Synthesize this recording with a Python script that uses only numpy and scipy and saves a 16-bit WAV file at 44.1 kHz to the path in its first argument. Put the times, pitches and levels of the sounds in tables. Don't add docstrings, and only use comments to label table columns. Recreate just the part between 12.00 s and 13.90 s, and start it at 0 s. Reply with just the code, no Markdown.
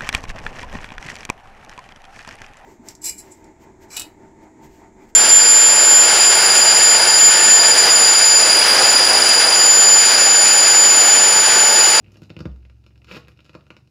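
import sys
import numpy as np
from scipy import signal
from scipy.fft import rfft, irfft
from scipy.io import wavfile

SR = 44100
rng = np.random.default_rng(int(sys.argv[2]) if len(sys.argv) > 2 else 0)


def master(y):
    cut = np.clip(np.atleast_2d(y).T, -1, 1)
    pcm = np.round(cut * 32767)
    wavfile.write(sys.argv[1], SR, pcm.astype(np.int16))


N = 83790

# harmonic, level_db, slope_db_per_s
RUMBLE_PARTIALS = [(3, -65.5, 0), (4, -66.5, 3), (5, -56.5, -4.5), (6, -64.5, 1)]
# freq_hz, level_db
GROOVE_COLOUR = [(20, -43), (45, -18), (62, -22), (90, -3), (135, -5), (190, 2.5), (250, -4), (340, -4),
                 (500, -19), (800, -18), (2000, -48)]
# time_s, level_db
GROOVE_ENVELOPE = [(0, -57), (.35, -55), (.7, -67), (1.0, -61), (1.35, -64), (1.9, -65.5)]
# freq_hz, level_db
HISS_COLOUR = [(20, 21.5), (500, -30), (1400, -1), (2700, -7), (5000, 2), (8000, -8), (12000, -12),
               (15500, -15)]
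# time_s, level_db
CRACKLE_ENVELOPE = [(0, -38.5), (.15, -30.5), (.28, -56), (.42, -50), (.6, -38.5), (.8, -46), (.88, -37.5),
                    (.96, -47), (1.26, -32), (1.35, -41), (1.5, -34), (1.65, -41.5), (1.9, -46.5)]
# freq_hz, gain_db
CRACKLE_EQ = [(100, -2), (1200, -3.5), (2100, -4), (2700, -5), (3800, -5.5), (5500, -3.5), (12000, -3)]
# start_s, level_db, mid_gain_db, treble_gain_db
DUST_TICKS = [(0.0433, -19.5, -8, -9), (0.0609, -15.5, -10, -45.5), (0.0815, -23, -4, -20),
              (0.104, -23, -3, -35), (0.1181, -33.5, 14, 25), (0.1362, -33, 8, 11), (0.142, -27.5, 8, 13),
              (0.1557, -11.5, -2, -39), (0.1691, -20.5, 1.5, 9.5), (0.2314, -21.5, 6, 11),
              (0.2359, -22.5, 5, 10), (0.247, -20.5, -23, -12), (0.255, -23, -12, 3), (0.2949, -19, 4, 5.5),
              (0.5148, -24.5, -19, 1), (0.5597, -30, 15, 7.5), (0.6277, -27.5, 2, -12),
              (0.6503, -18.5, 1.5, -4), (0.6972, -17.5, 1.5, -4.5), (0.839, -24.5, -1.5, -0.5),
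              (0.8633, -16.5, 4, 1), (0.9056, -27.5, 5, -25), (0.9567, -25.5, 1.5, 1), (0.9763, -27, -1, 6),
              (1.0174, -20.5, 3, -4), (1.0441, -17.5, 2.5, 5.5), (1.0697, -21.5, 1, 1),
              (1.248, -20.5, -12, -5), (1.2723, -17, 1, -8), (1.317, -22.5, 0, 1), (1.3731, -22, -4, -2),
              (1.39, -15.5, 1, -6), (1.4037, -18, -1, 2), (1.4446, -29.5, 6, 13.5), (1.4515, -19, 3, 2.5),
              (1.4611, -21.5, 4, 6), (1.5319, -20, 5, 1), (1.5422, -20, 13, -0.5), (1.6075, -23.5, -1, -2),
              (1.6657, -25.5, 12, 6), (1.8735, -30.5, 1, 8)]
TICK_EQ_HZ = [200, 1300, 2700, 6000, 11000]
# freq_hz, gain_db
SHUDDER_EQ = [(100, -25), (700, -8), (1500, 0), (5500, 0), (8500, -4), (15000, -4)]
# start_s, thump_db, body_db, mid_db, presence_db, treble_db, air_db
SCRATCH_POPS = [(0.2182, 5.5, 2, -16.5, -18, -14, -8), (0.3015, 5, 2.5, -4.5, -6.5, -10.5, -13),
                (0.365, 11, 4.5, -2.5, -5, -11.5, -17), (0.3897, 11.5, -5, -0.5, -10, -4.5, -7),
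                (0.4038, 10.5, 9.5, -0.5, -10, -1, -9), (0.4539, 18.5, 15, 2, -7.5, -7, -12),
                (1.112, -29, -1.5, 4.5, -1, -8, -5), (1.1452, -8, 2.5, -2, -3, -6, -16),
                (1.1652, -3.5, 7.5, 4.5, -11, -29, -27), (1.282, 0.5, -13, -4, -11.5, -12, -4),
                (1.4933, -15, -8, -11.5, -12, -11, -18), (1.5498, -4.5, 4.5, 7, -9.5, -6, -14),
                (1.7034, -7.5, -2.5, 0, -4.5, -9.5, -11.5), (1.7657, -16, -11.5, -8.5, -11, -13.5, -14)]
POP_EQ_HZ = [80, 300, 1250, 2700, 5000, 11000]
# pitch_hz, t60_s, level_db
STYLUS_MODES = [(1485, 0.13, -56.5), (4640, 0.1, -60)]
# start_s, pitch_hz, rise_s, t60_s, level_db
BOOM_NOTE = (0.466, 63.5, 0.035, 0.5, -25.5)
# time_s, level_db
SCUFF_ENVELOPE = [(1.068, -34), (1.087, -20.5), (1.106, -21), (1.119, -12), (1.135, -15.5), (1.147, -15.5),
                  (1.158, -13), (1.172, -12), (1.181, -31), (1.21, -35)]
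# freq_hz, gain_db
SCUFF_EQ = [(60, -29), (130, -23), (200, 7), (300, -7.5), (490, 7), (640, -2), (1000, 6), (2000, 3.5),
            (2700, -0.5), (4500, 2.5), (9000, -1), (12000, 2.5), (15000, 4)]
# freq_hz, gain_db
SPEAKER_EQ = [(25, -37), (46, -34), (63, -12.5), (110, -2), (160, -1), (330, -4), (500, -7.5), (640, -9),
              (750, -13), (1000, -14.5), (1350, -6.5), (1700, -11.5), (2200, -9.5), (2450, -2),
              (2850, -0.5), (3150, -11.5), (3900, -9.5), (4350, -15), (4600, -11), (4900, -15.5),
              (5300, -12), (5800, -23.5), (7100, -21.5), (7800, -31.5), (10000, -34.5), (11800, -30),
              (15500, -44)]
# freq_hz, delay_s
SPEAKER_LAG = [(30, 0.0215), (65, 0.0154), (130, 0.00506), (300, 0.0024), (800, 0.0019), (2700, 0.0015),
               (5000, 0.0022), (15000, 0.0012)]
# delay_s, gain
CABINET_BOUNCES = [(.00041, .45), (.00075, .55)]
# delay_s, gain
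EARLY_ECHOES = [(.00188, 0.45), (.00254, -0.59), (.00444, -1.6), (.00773, -0.031), (.00875, -0.19),
                (0.0115, 1)]
# pitch_hz, t60_s, gain_db
STANDING_WAVES = [(61, 0.46, 15), (151.2, 0.31, 11), (182.5, 0.21, 9.5), (203.4, 0.18, 7.5),
                  (319.3, 0.11, 6.5), (388.7, 0.069, 8), (491, 0.18, 7.5), (1340, 0.072, -1)]
# freq_hz, t60_s, level_db
ROOM_TAIL = [(61, 1, -7), (190, 0.45, -10.5), (590, 0.35, -2), (1490, 0.23, -3), (2870, 0.27, -8.5),
             (3880, 0.24, -3.5), (7040, 0.19, -1), (13800, 0.21, -4)]


def amp(db):
    return 10 ** (np.asarray(db) / 20)


def unit_rms(x):
    return x / np.sqrt(np.mean(x ** 2) + 1e-20)


def curve_at(points, hz):
    freq_hz, value = np.transpose(points)
    return np.interp(np.log(hz + 1), np.log(freq_hz + 1), value)


def fader(envelope):
    return amp(np.interp(np.arange(N) / SR, *np.transpose(envelope)))


def add(mix, start_s, sound):
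    part = mix[max(round(start_s * SR), 0):][:len(sound)]
    part += sound[:len(part)]


def pulse(eq, size=8192):
    log_gain = np.log(amp(curve_at(eq, abs(np.fft.fftfreq(size, 1 / SR)))))
    minimum_phase = np.exp(np.conj(signal.hilbert(log_gain)))
    return np.fft.ifft(minimum_phase).real[:size // 2]


def noise(colour):
    gain = amp(curve_at(colour, np.fft.rfftfreq(N, 1 / SR)))
    return unit_rms(irfft(rfft(rng.standard_normal(N)) * gain, N))


def rumble(start_hz=19.7, climb_hz_per_s=2.75, waver_depth=0.28):
    swell_hz, width_hz, peak_db = 66.66, 4.3, 12
    t = np.arange(N) / SR
    base_hz = start_hz + climb_hz_per_s * t
    cycles = np.cumsum(base_hz) / SR
    out = noise(GROOVE_COLOUR) * fader(GROOVE_ENVELOPE)
    for harmonic, db, db_per_s in RUMBLE_PARTIALS:
        waver = 1 + waver_depth * noise([(1, 0), (8, 0), (30, -40), (100, -100)])
        partial = np.sqrt(2) * np.sin(2 * np.pi * (harmonic * cycles + rng.random()))
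        swell_db = peak_db / (1 + ((harmonic * base_hz - swell_hz) / width_hz) ** 2)
        out += amp(db + swell_db + db_per_s * (t - t.mean())) * waver * partial
    return out


def hiss(level_db=-77):
    return amp(level_db) * noise(HISS_COLOUR)


def grit(envelope, eq, kicks_per_s, spread_db):
    sizes = amp(spread_db * np.minimum(rng.exponential(1, N), 3))
    kicks = sizes * rng.choice([-1, 1], N) * (rng.random(N) < kicks_per_s / SR)
    per_ms = np.sqrt(1000 / SR)
    return signal.fftconvolve(per_ms * unit_rms(kicks) * fader(envelope), pulse(eq))[:N]


def crackle():
    return grit(CRACKLE_ENVELOPE, CRACKLE_EQ, kicks_per_s=330, spread_db=3.5)


def dust_ticks(bass_db=-0.5, air_db=-0.5):
    out = np.zeros(N)
    for start_s, db, mid_db, treble_db in DUST_TICKS:
        eq = list(zip(TICK_EQ_HZ, [bass_db, mid_db, 0, treble_db, treble_db + air_db]))
        kick = shudder(decay_s=0.0021, rattle_db=-5.5)
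        add(out, start_s, amp(db) * signal.fftconvolve(kick, pulse(eq, size=1024)))
    return out


def shudder(decay_s, rattle_db):
    t = np.arange(1024) / SR
    burst = rng.standard_normal(len(t)) * np.exp(-t / decay_s)
    rattle = signal.fftconvolve(burst, pulse(SHUDDER_EQ, size=512))[:len(t)]
    kick, gain = t == 0, amp(rattle_db)
    return (kick + gain * rattle / np.linalg.norm(rattle)) / np.hypot(1, gain)


def scratch_pops(thump_cap_db=1):
    out = np.zeros(N)
    for start_s, *band_db in SCRATCH_POPS:
        eq = list(zip(POP_EQ_HZ, band_db))
        kick = shudder(decay_s=0.0035, rattle_db=-6.5)
        add(out, start_s, signal.fftconvolve(kick, pulse(eq)))
        drive_db = min(band_db[0], thump_cap_db)
        add(out, start_s, amp(drive_db) * stylus_ring())
    return out


def stylus_ring(pitch_spread=0.012):
    t = np.arange(SR // 4) / SR
    detune = 1 + pitch_spread * rng.uniform(-0.93, 1)
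    return sum(amp(db - 60 * t / t60) * np.sin(2 * np.pi * hz * detune * t)
               for hz, t60, db in STYLUS_MODES)


def boom(low_cut_hz=50):
    start_s, hz, rise_s, t60, db = BOOM_NOTE
    t = np.maximum(np.arange(N) / SR - start_s, 0)
    attack = np.sin(np.pi / 2 * np.minimum(t / rise_s, 1)) ** 2
    note = attack * amp(db - 60 * t / t60) * np.sin(2 * np.pi * hz * t)
    return signal.sosfilt(signal.butter(6, low_cut_hz, "highpass", fs=SR, output="sos"), note)


def scuff():
    t = np.arange(N) / SR
    gate = (t > SCUFF_ENVELOPE[0][0]) & (t < SCUFF_ENVELOPE[-1][0])
    return gate * grit(SCUFF_ENVELOPE, SCUFF_EQ, kicks_per_s=5000, spread_db=2)


def loudspeaker(x, size=16384):
    hz = np.fft.rfftfreq(size, 1 / SR)
    lag_cycles = np.cumsum(curve_at(SPEAKER_LAG, hz)) * hz[1]
    response = rfft(pulse(SPEAKER_EQ), size) * np.exp(-2j * np.pi * lag_cycles)
    for delay_s, gain in CABINET_BOUNCES:
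        bounce = np.exp(-2j * np.pi * hz * delay_s)
        response *= (gain + bounce) / (1 + gain * bounce)
    lead = round(sum(delay_s for delay_s, _ in CABINET_BOUNCES) * SR)
    return signal.fftconvolve(x, irfft(response, size)[:size // 2])[lead:lead + N]


def reverb_tail(t, build_s=0.0039):
    hz, frame_s, spectrum = signal.stft(rng.choice([-1., 1.], len(t)), SR, nperseg=256)
    bands = np.array(ROOM_TAIL)
    t60 = curve_at(bands[:, :2], hz)[:, None]
    gain = amp(curve_at(bands[:, ::2], hz))[:, None]
    rate = np.log(1000) / t60
    spectrum *= gain * np.sqrt(2 * rate / SR) * np.exp(-rate * frame_s)
    tail = signal.istft(spectrum, SR, nperseg=256)[1][:len(t)]
    return tail * np.minimum(t / build_s, 1)


def room(x, echo_cutoff_hz=417):
    t = np.arange(SR // 2) / SR
    echoes = np.zeros(len(t))
    for delay_s, gain in EARLY_ECHOES:
        add(echoes, delay_s, np.array([gain]))
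    pole = np.exp(-2 * np.pi * echo_cutoff_hz / SR)
    response = signal.lfilter([1 - pole], [1, -pole], echoes)
    response[0] += 1
    for hz, t60, db in STANDING_WAVES:
        rate = np.log(1000) / t60
        response += amp(db) * 2 * rate / SR * np.exp(-rate * t) * np.cos(2 * np.pi * hz * t)
    return signal.fftconvolve(x, response + reverb_tail(t))[:N]


def scene():
    stylus = dust_ticks() + scratch_pops() + scuff() + crackle()
    return (room(loudspeaker(stylus)) + boom() + rumble() + hiss())[None]


def record(dry, fade_in_s=0.004, high_cut_hz=15850):
    faded = dry * np.minimum(np.arange(N) / SR / fade_in_s, 1)
    high_cut = signal.firwin(511, high_cut_hz, window=("kaiser", 9), fs=SR)
    return signal.oaconvolve(faded, high_cut[None], "same")


dry = scene()
out = record(dry)
master(out)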